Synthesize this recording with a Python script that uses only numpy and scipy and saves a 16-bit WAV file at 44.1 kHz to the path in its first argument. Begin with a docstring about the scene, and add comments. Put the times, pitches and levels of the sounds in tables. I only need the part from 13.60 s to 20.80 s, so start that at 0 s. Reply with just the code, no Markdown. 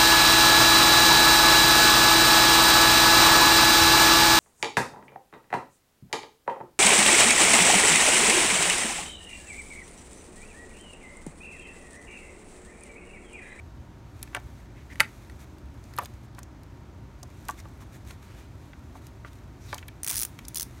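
"""A distant low hum with a faint whine is heard first, under a soft rustle of gloves; both last throughout.
Hands work on a car battery in an open engine bay: a spanner is lifted off, a plastic cover snaps shut,
a clamp is set on its post, and a socket ratchet clicks back in two short runs.
Hum and rustle are shaped noise, the hum with two sine tones; slides and ticks are noise through resonances;
knocks are forces ringing modes; cover and ratchet add bursts of shaped noise to such rings.
A short dense tail gives the reflections of the bay."""
import sys
import numpy as np
from scipy import signal
from scipy.fft import rfft, irfft
from scipy.io import wavfile

SR = 44100
rng = np.random.default_rng(int(sys.argv[2]) if len(sys.argv) > 2 else 0)


def store_wav(level_fs):
    """Save 16-bit WAV to argv[1]."""
    pcm = np.round(np.clip(np.atleast_2d(level_fs), -1, 1) * 32767)
    wavfile.write(sys.argv[1], SR, pcm.T.astype(np.int16))


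N = 317520   # samples, 7.2 s


def from_db(db):
    """Logarithmic level: decibels to amplitude gain."""
    return 10 ** (np.asarray(db) / 20)


def rms_one(x):
    """Normalisation by mean square: scales the signal to rms 1."""
    return x / np.sqrt(np.mean(x ** 2) + 1e-20)


def in_time(rows):
    """Linear interpolation: a (t/s, value) curve at every sample."""
    s, value = np.transpose(rows)
    return np.interp(np.arange(N) / SR, s, value)


def drift(rate_hz):
    """Low-passed chance of rms 1: coarse noise through two equal one-pole filters."""
    step = 40   # samples between coarse points
    pole = np.exp(-2 * np.pi * rate_hz * step / SR)
    settling = 2000   # coarse points discarded while the filter settles
    noise = rng.standard_normal(N // step + settling + 2)
    slow = signal.lfilter([1], [1, -2 * pole, pole * pole], noise)[settling:]
    return np.interp(np.arange(N) / step, np.arange(len(slow)), rms_one(slow))


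def coloured(spectrum, size=N):
    """Spectral shaping: white noise weighted by (f/Hz, level/dB) points on a log frequency axis, rms 1."""
    hz = np.arange(size // 2 + 1) * SR / size + 1   # +1 keeps the logarithm finite
    point_hz, point_db = np.transpose(spectrum)
    gain = from_db(np.interp(np.log(hz), np.log(point_hz), point_db))
    return rms_one(irfft(rfft(rng.standard_normal(size)) * gain, size))


def fading(t60):
    """Exponential decay: a contact builds up quickly and dies away, in an envelope 0.25 s long."""
    t = np.arange(SR // 4) / SR
    t60 = max(t60, 1e-3)
    rise = np.minimum(t / (0.022 * t60), 1)
    return rise * from_db(-60 * t / t60) + 1e-18


def contact(t60, blow=0):
    """Impulsive excitation: a contact force of a first blow and a fading burst of noise."""
    force = rng.standard_normal(SR // 4) * fading(t60)
    force[0] += blow
    return force


def struck(force, modes, gains_db):
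    """Modal superposition: the force rings each damped resonance, scaled to that mode's peak."""
    out = 0
    for (hz, level_db, t60), gain_db in zip(modes, gains_db):
        radius = from_db(-60 / (t60 * SR))
        angle = 2 * np.pi * hz / SR
        ring = signal.lfilter([1, 0, -1], [1, -2 * radius * np.cos(angle), radius * radius], force)
        out = out + from_db(level_db + gain_db) * ring / np.max(np.abs(ring))
    return out


def add(track, s, peak_db, sound):
    """Linear superposition: lays a sound on the track at its time and peak level."""
    at = round(s * SR)
    part = sound[:N - at]
    track[at:at + len(part)] += from_db(peak_db) * part / np.max(np.abs(sound))


def hum():
    """Broadband rumble with tonal components: far machinery, with two faint tones wavering in pitch and level."""
    # spectrum of the rumble: f/Hz, relative level/dB per Hz
    rumble_tone = [(13, -60), (28, -34), (45, -5.5), (63, 1), (123, -4), (170, -12.5), (300, -12),
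                   (400, -18), (460, -25.5), (580, -22.5), (1300, -28), (2900, -39), (6400, -45),
                   (10500, -61), (16500, -59)]
    # wavering tones: mean f/Hz, central rms level/dB
    whines = [(121, -58.5), (933, -68.5)]
    out = from_db(-44.5) * coloured(rumble_tone)
    for hz, level_db in whines:
        phase = 2 * np.pi * hz * np.cumsum(1 + 0.00196 * drift(1.67)) / SR
        level = from_db(level_db + 2.2 * drift(1.2))
        out = out + np.sqrt(2) * level * np.sin(phase)   # root 2: rms to peak of a sine
    return out


def bay(x):
    """Diffuse reverberation: metal and plastic of the engine bay reflect a short, dull, dense tail."""
    t60_s, build_up_s, cut_hz = .16, 0.027, 5000
    t = np.arange(SR // 3) / SR
    tail = rng.standard_normal(len(t)) * from_db(-60 * t / t60_s) * np.minimum(t / build_up_s, 1)
    tail = signal.lfilter(*signal.butter(1, cut_hz, fs=SR), tail)
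    unit_energy_tail = tail / np.sqrt(np.sum(tail ** 2))
    return signal.fftconvolve(x, unit_energy_tail)[:N]


def rustle():
    """Friction noise: rubbing flutters, swells smoothly and crackles at random as the rubber unsticks."""
    # slow level of the rubbing before flutter and crackle: t/s, level/dB
    slow_level = [(0, -69.5), (.45, -70.5), (.62, -62.5), (1.03, -63.5), (1.07, -70.5), (1.5, -59.5),
                  (2.05, -69.5), (2.42, -60.5), (2.7, -72), (3.55, -70), (3.85, -59.5), (4.1, -64.5),
                  (4.9, -67), (5.9, -68), (6.4, -67), (6.6, -62), (7.2, -60)]
    # spectrum of the rubbing: f/Hz, relative level/dB per Hz
    rub_tone = [(590, -38), (1000, -6), (2380, -3), (2940, -13), (3720, -7), (5000, -14.5), (6200, -8.5),
                (10400, -15.5), (13000, -15), (15900, -22), (16500, -67)]
    # swells of the soft noise: glove or sleeve brushes, and a hiss under the first ratchet run:
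    # t/s of the loudest moment, added level/dB there, length/s
    swells = [(1.82, -57, 0.08), (2.258, -78, 0.05), (2.644, -67, 0.065), (2.788, -61, 0.051),
              (3.905, -60, 0.063), (3.994, -53.5, .05), (4.219, -56.5, 0.045), (4.352, -58.5, .07),
              (4.5, -55.5, 0.12), (4.641, -63.5, 0.072), (4.79, -62, 0.084), (5.046, -72, 0.19),
              (5.368, -61, 0.063), (5.453, -66, 0.13), (5.743, -70, 0.16), (6.125, -57.5, 0.29),
              (6.518, -43.5, 0.18)]
    crackles_per_s, crackle_t60_s, crackle_max_db = 18, .012, 8   # tallest pop, relative to the rubbing

    t = np.arange(N) / SR
    level = from_db(in_time(slow_level))
    for s, level_db, length in swells:
        rise_and_fall = np.cos(np.pi * np.clip((t - s) / length, -.5, .5)) ** 2
        level = level + from_db(level_db) * rise_and_fall
    happens = rng.random(N) < crackles_per_s / SR
    pops = happens * from_db(crackle_max_db) * rng.random(N)
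    crackle = 1 + signal.lfilter([1], [1, -from_db(-60 / (crackle_t60_s * SR))], pops)
    flutter = from_db(0.87 * drift(61.0))
    return level * crackle * flutter * coloured(rub_tone)


def slides():
    """Resonant filtering: friction noise swells and fades through the resonance of the part that slides."""
    # short slides: t/s of the start, length/s, centre f/Hz, bandwidth/Hz, rms level/dB before the fades
    rubs = [(0.741, 0.036, 1250, 1280, -45), (1.144, 0.1, 2150, 400, -60.5),
            (1.294, 0.046, 1942, 200, -48.5), (1.325, 0.016, 6000, 3000, -58),
            (2.393, 0.056, 650, 300, -44), (2.413, .022, 11800, 500, -56), (4.618, 0.28, 1490, 1770, -59.5),
            (5.649, 0.047, 1500, 1480, -56), (5.996, 0.1, 5870, 1190, -61.5),
            (6.064, 0.11, 3930, 1200, -55)]
    out = np.zeros(N)
    for s, length, hz, width_hz, level_db in rubs:
        at, size = round(s * SR), round(length * SR)
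        noise = rng.standard_normal(SR // 2)
        rub = signal.lfilter(*signal.iirpeak(hz, hz / width_hz, SR), noise)[-size:]   # settled end
        out[at:at + size] += from_db(level_db) * rms_one(rub) * signal.windows.tukey(size, .5)
    return out


def ticks():
    """Broadband contact with one resonance: a bright crack has a broad peak where the small part rings."""
    # small ticks of metal parts, cable and glove: t/s, peak level/dB, f/Hz of the ring,
    # level/dB of the broad crack's gain relative to the ring's
    small_hits = [(.628, -24, 11100, -8), (0.7482, -24.5, 8650, -23), (.765, -40, 3820, -6),
                  (1.804, -50, 6530, -8), (1.983, -47, 4100, -3), (2.2396, -41.5, 6000, -17),
                  (2.337, -42, 4500, -6), (2.365, -35, 11900, -16), (2.3778, -30, 4270, -19),
                  (2.386, -24, 12600, -3), (2.4346, -35.5, 11900, -13), (2.4424, -42, 3860, -14),
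                  (2.4485, -32.5, 6400, -8), (2.4567, -30.5, 3900, -4), (2.748, -47, 3950, -17),
                  (2.7892, -34, 8140, -2), (2.831, -33.5, 6750, -8), (3.0332, -46, 4440, -4),
                  (3.6303, -29.5, 6170, -9), (3.852, -40.5, 6890, 7), (3.8843, -23.5, 8700, 7),
                  (3.897, -30, 6660, 1), (3.9085, -30.5, 7700, 1), (4.0004, -40, 5210, -21),
                  (4.474, -44, 3520, -15), (4.5085, -35.5, 3680, -11), (5.468, -37, 5570, 0),
                  (5.7305, -44.5, 3770, -3), (6.1275, -34, 3860, -28), (6.144, -23.5, 6250, 3),
                  (6.1798, -32, 6240, -9), (6.191, -39, 3820, -11), (6.2814, -31.5, 12000, -8),
                  (6.7894, -33.5, 6000, 1), (6.8508, -34.5, 5160, -20)]
    out = np.zeros(N)
    bright = signal.butter(2, [2300, 13500], "band", fs=SR, output="sos")
    for s, peak_db, hz, crack_db in small_hits:
        force = contact(.017)
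        ring = signal.lfilter(*signal.iirpeak(hz, 4.0, SR), force)
        add(out, s, peak_db, signal.sosfilt(bright, from_db(crack_db) * force + ring))
    return out


def knocks():
    """Modal excitation by position: where the slightly soft blow lands decides which modes speak most."""
    # knocks on the battery case and clamp: t/s, peak level/dB, f/Hz favoured by the blow
    blows = [(0.6307, -38, 1910), (0.676, -41, 2570), (0.732, -39, 1500), (0.7483, -16, 1820),
             (.754, -30.5, 820), (.766, -26.5, 1800), (.771, -30, 820), (2.337, -44, 1750),
             (2.378, -32, 2160), (2.3858, -16, 1140), (2.392, -21, 1250), (2.421, -33, 640),
             (2.458, -39.5, 2320), (2.784, -34, 1280), (3.631, -39.5, 730), (3.8897, -18.5, 1210),
             (3.899, -27, 905), (4.055, -38, 1030), (4.221, -44, 1050), (4.507, -36, 1714),
             (5.133, -37, 1860), (5.354, -37, 734), (5.648, -30, 1270), (6.129, -26.5, 2300),
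             (6.1294, -23.5, 980), (6.154, -34.5, 940), (6.183, -31.5, 3060), (6.228, -34, 2140),
             (6.285, -31, 2840), (6.51, -35, 880), (6.79, -30.5, 2760)]
    # modes of the battery case: f/Hz, relative level/dB, t60/s
    case = [(450, -12, .035), (590, -3, .045), (730, -2, .04), (870, -3, .035), (1010, -2, .035),
            (1140, 0, .04), (1400, -4, .035), (1550, -3, .03), (1750, -2, .025), (1950, -3, .02),
            (2280, -2, .02), (2560, -6, .018), (3140, -5, .012), (3700, -8, .01)]
    out = np.zeros(N)
    mode_hz = np.array(case)[:, 0]
    for s, peak_db, hz in blows:
        octaves_away = np.abs(np.log2(mode_hz / hz))
        gains_db = -16 * octaves_away + rng.normal(0, 1.5, len(case))
        contact_t60_s = 0.025 * (hz / 1000) ** -0.5   # higher knocks have shorter contacts
        sound = struck(contact(contact_t60_s, blow=5), case, gains_db)
        softened = signal.lfilter(*signal.butter(2, 1.5 * hz, fs=SR), sound)
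        add(out, s, peak_db, softened)
    return out


def cover():
    """Fixed modes of a hollow body: every snap rings the same set, under a dry crack and a loose rattle."""
    # plastic cover flexing and snapping: t/s, peak level/dB, contact t60/s
    snaps = [(1.325, -41, 0.02), (1.357, -32, 0.0044), (1.381, -45, 0.018), (1.399, -12.5, 0.006),
             (1.4031, -2, 0.022), (1.698, -36, 0.0067)]
    # modes of the cover: f/Hz, relative level/dB, t60/s
    cover_modes = [(600, -21, .04), (870, -12, .045), (1400, -9, .05), (1530, -11, .06), (1800, -6, .015),
                   (1930, 0, .016), (2200, -7, .02), (2600, -13, .02), (2920, -15, .025), (3750, -11, .015),
                   (4350, -14, .015)]
    # spectrum of the crack: f/Hz, relative level/dB per Hz
    crack_tone = [(500, -23), (2000, -10.5), (5000, -39), (11000, -21), (16000, -52)]
    out = np.zeros(N)
    for s, peak_db, contact_s in snaps:
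        force = contact(contact_s, blow=1.3)
        rings = struck(force, cover_modes, rng.normal(0, 1, len(cover_modes)))
        crack_then_rattle = fading(2 * contact_s) + from_db(-19.0) * fading(0.094)
        crack = coloured(crack_tone, size=SR // 4) * crack_then_rattle
        add(out, s, peak_db, rings + from_db(-7) * crack)
    return out


def ratchet():
    """High modal density: each pawl drop is a broad crack over a few head rings, its colour and strength
    scattered at random from click to click."""
    # the pawl drops over a ratchet tooth: t/s
    pawl_drops = [6.4327, 6.4456, 6.4651, 6.4758, 6.4819, 6.4942, 6.4995, 6.5041, 6.5116, 6.5215, 6.5284,
                  6.5323, 6.5363, 6.5418, 6.5506, 6.5563, 6.5671, 6.5725, 6.5771, 6.5813, 6.5911, 6.598,
                  6.6068, 6.616, 6.6228, 6.6321, 6.6503, 6.8829, 6.9457, 6.9571, 6.961, 6.9697, 6.9728,
                  6.9824, 6.9976, 7.0086, 7.0202, 7.0292]
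    # strength along the two back-swings of the handle: t/s, peak level/dB before scatter
    swing = [(6.43, -19), (6.465, -14), (6.512, -13), (6.526, -21), (6.55, -19), (6.557, -14), (6.65, -13),
             (6.88, -21), (6.945, -19), (6.97, -17), (7.03, -15.5)]
    # modes of the steel head: f/Hz, relative level/dB before scatter, t60/s
    head = [(3460, -22.5, 0.075), (5870, -11, 0.016), (6110, -3, 0.018), (6900, -6.5, 0.019),
            (8700, -20, 0.0089), (9030, -20, 0.018), (8870, 5, 0.0042), (10960, -0.5, 0.016)]
    # mean spectrum of the crack: f/Hz, relative level/dB per Hz
    click_tone = [(470, -38), (800, -12.5), (1510, -10), (3610, -7.5), (6070, 1), (7530, -7), (9220, 4.5),
                  (13800, -3.5), (15300, 1.5), (16500, -6.5)]
    level_scatter_db, colour_scatter_db, ring_scatter_db = 1.0, 2.5, 5   # standard deviations per click

    out = np.zeros(N)
    sharp_then_chatter = fading(.005) + from_db(-8) * fading(.022) + from_db(-31) * fading(.2)
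    for s in pawl_drops:
        peak_db = np.interp(s, *np.transpose(swing)) + level_scatter_db * rng.standard_normal()
        tone = [(hz, db + colour_scatter_db * rng.standard_normal()) for hz, db in click_tone]
        crack = coloured(tone, size=SR // 4) * sharp_then_chatter
        rings = struck(contact(.004), head, rng.normal(0, ring_scatter_db, len(head)))
        add(out, s, peak_db, crack + from_db(-11) * rings)
    return out


def scene():
    """Direct and diffuse sound: all hits and slides share the bay; rustle and hum are already diffuse."""
    near = ratchet() + cover() + knocks() + ticks() + slides()
    reflections = from_db(-24) * bay(near)
    return (near + reflections + rustle() + hum())[None]


def record(dry):
    """Band limitation: a steep elliptic low-pass cuts the top above 15.8 kHz."""
    ripple_db, stop_db = .5, 75
    top_cut = signal.ellip(10, ripple_db, stop_db, 15800, fs=SR, output="sos")
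    return signal.sosfilt(top_cut, dry)


dry = scene()
out = record(dry)
store_wav(out)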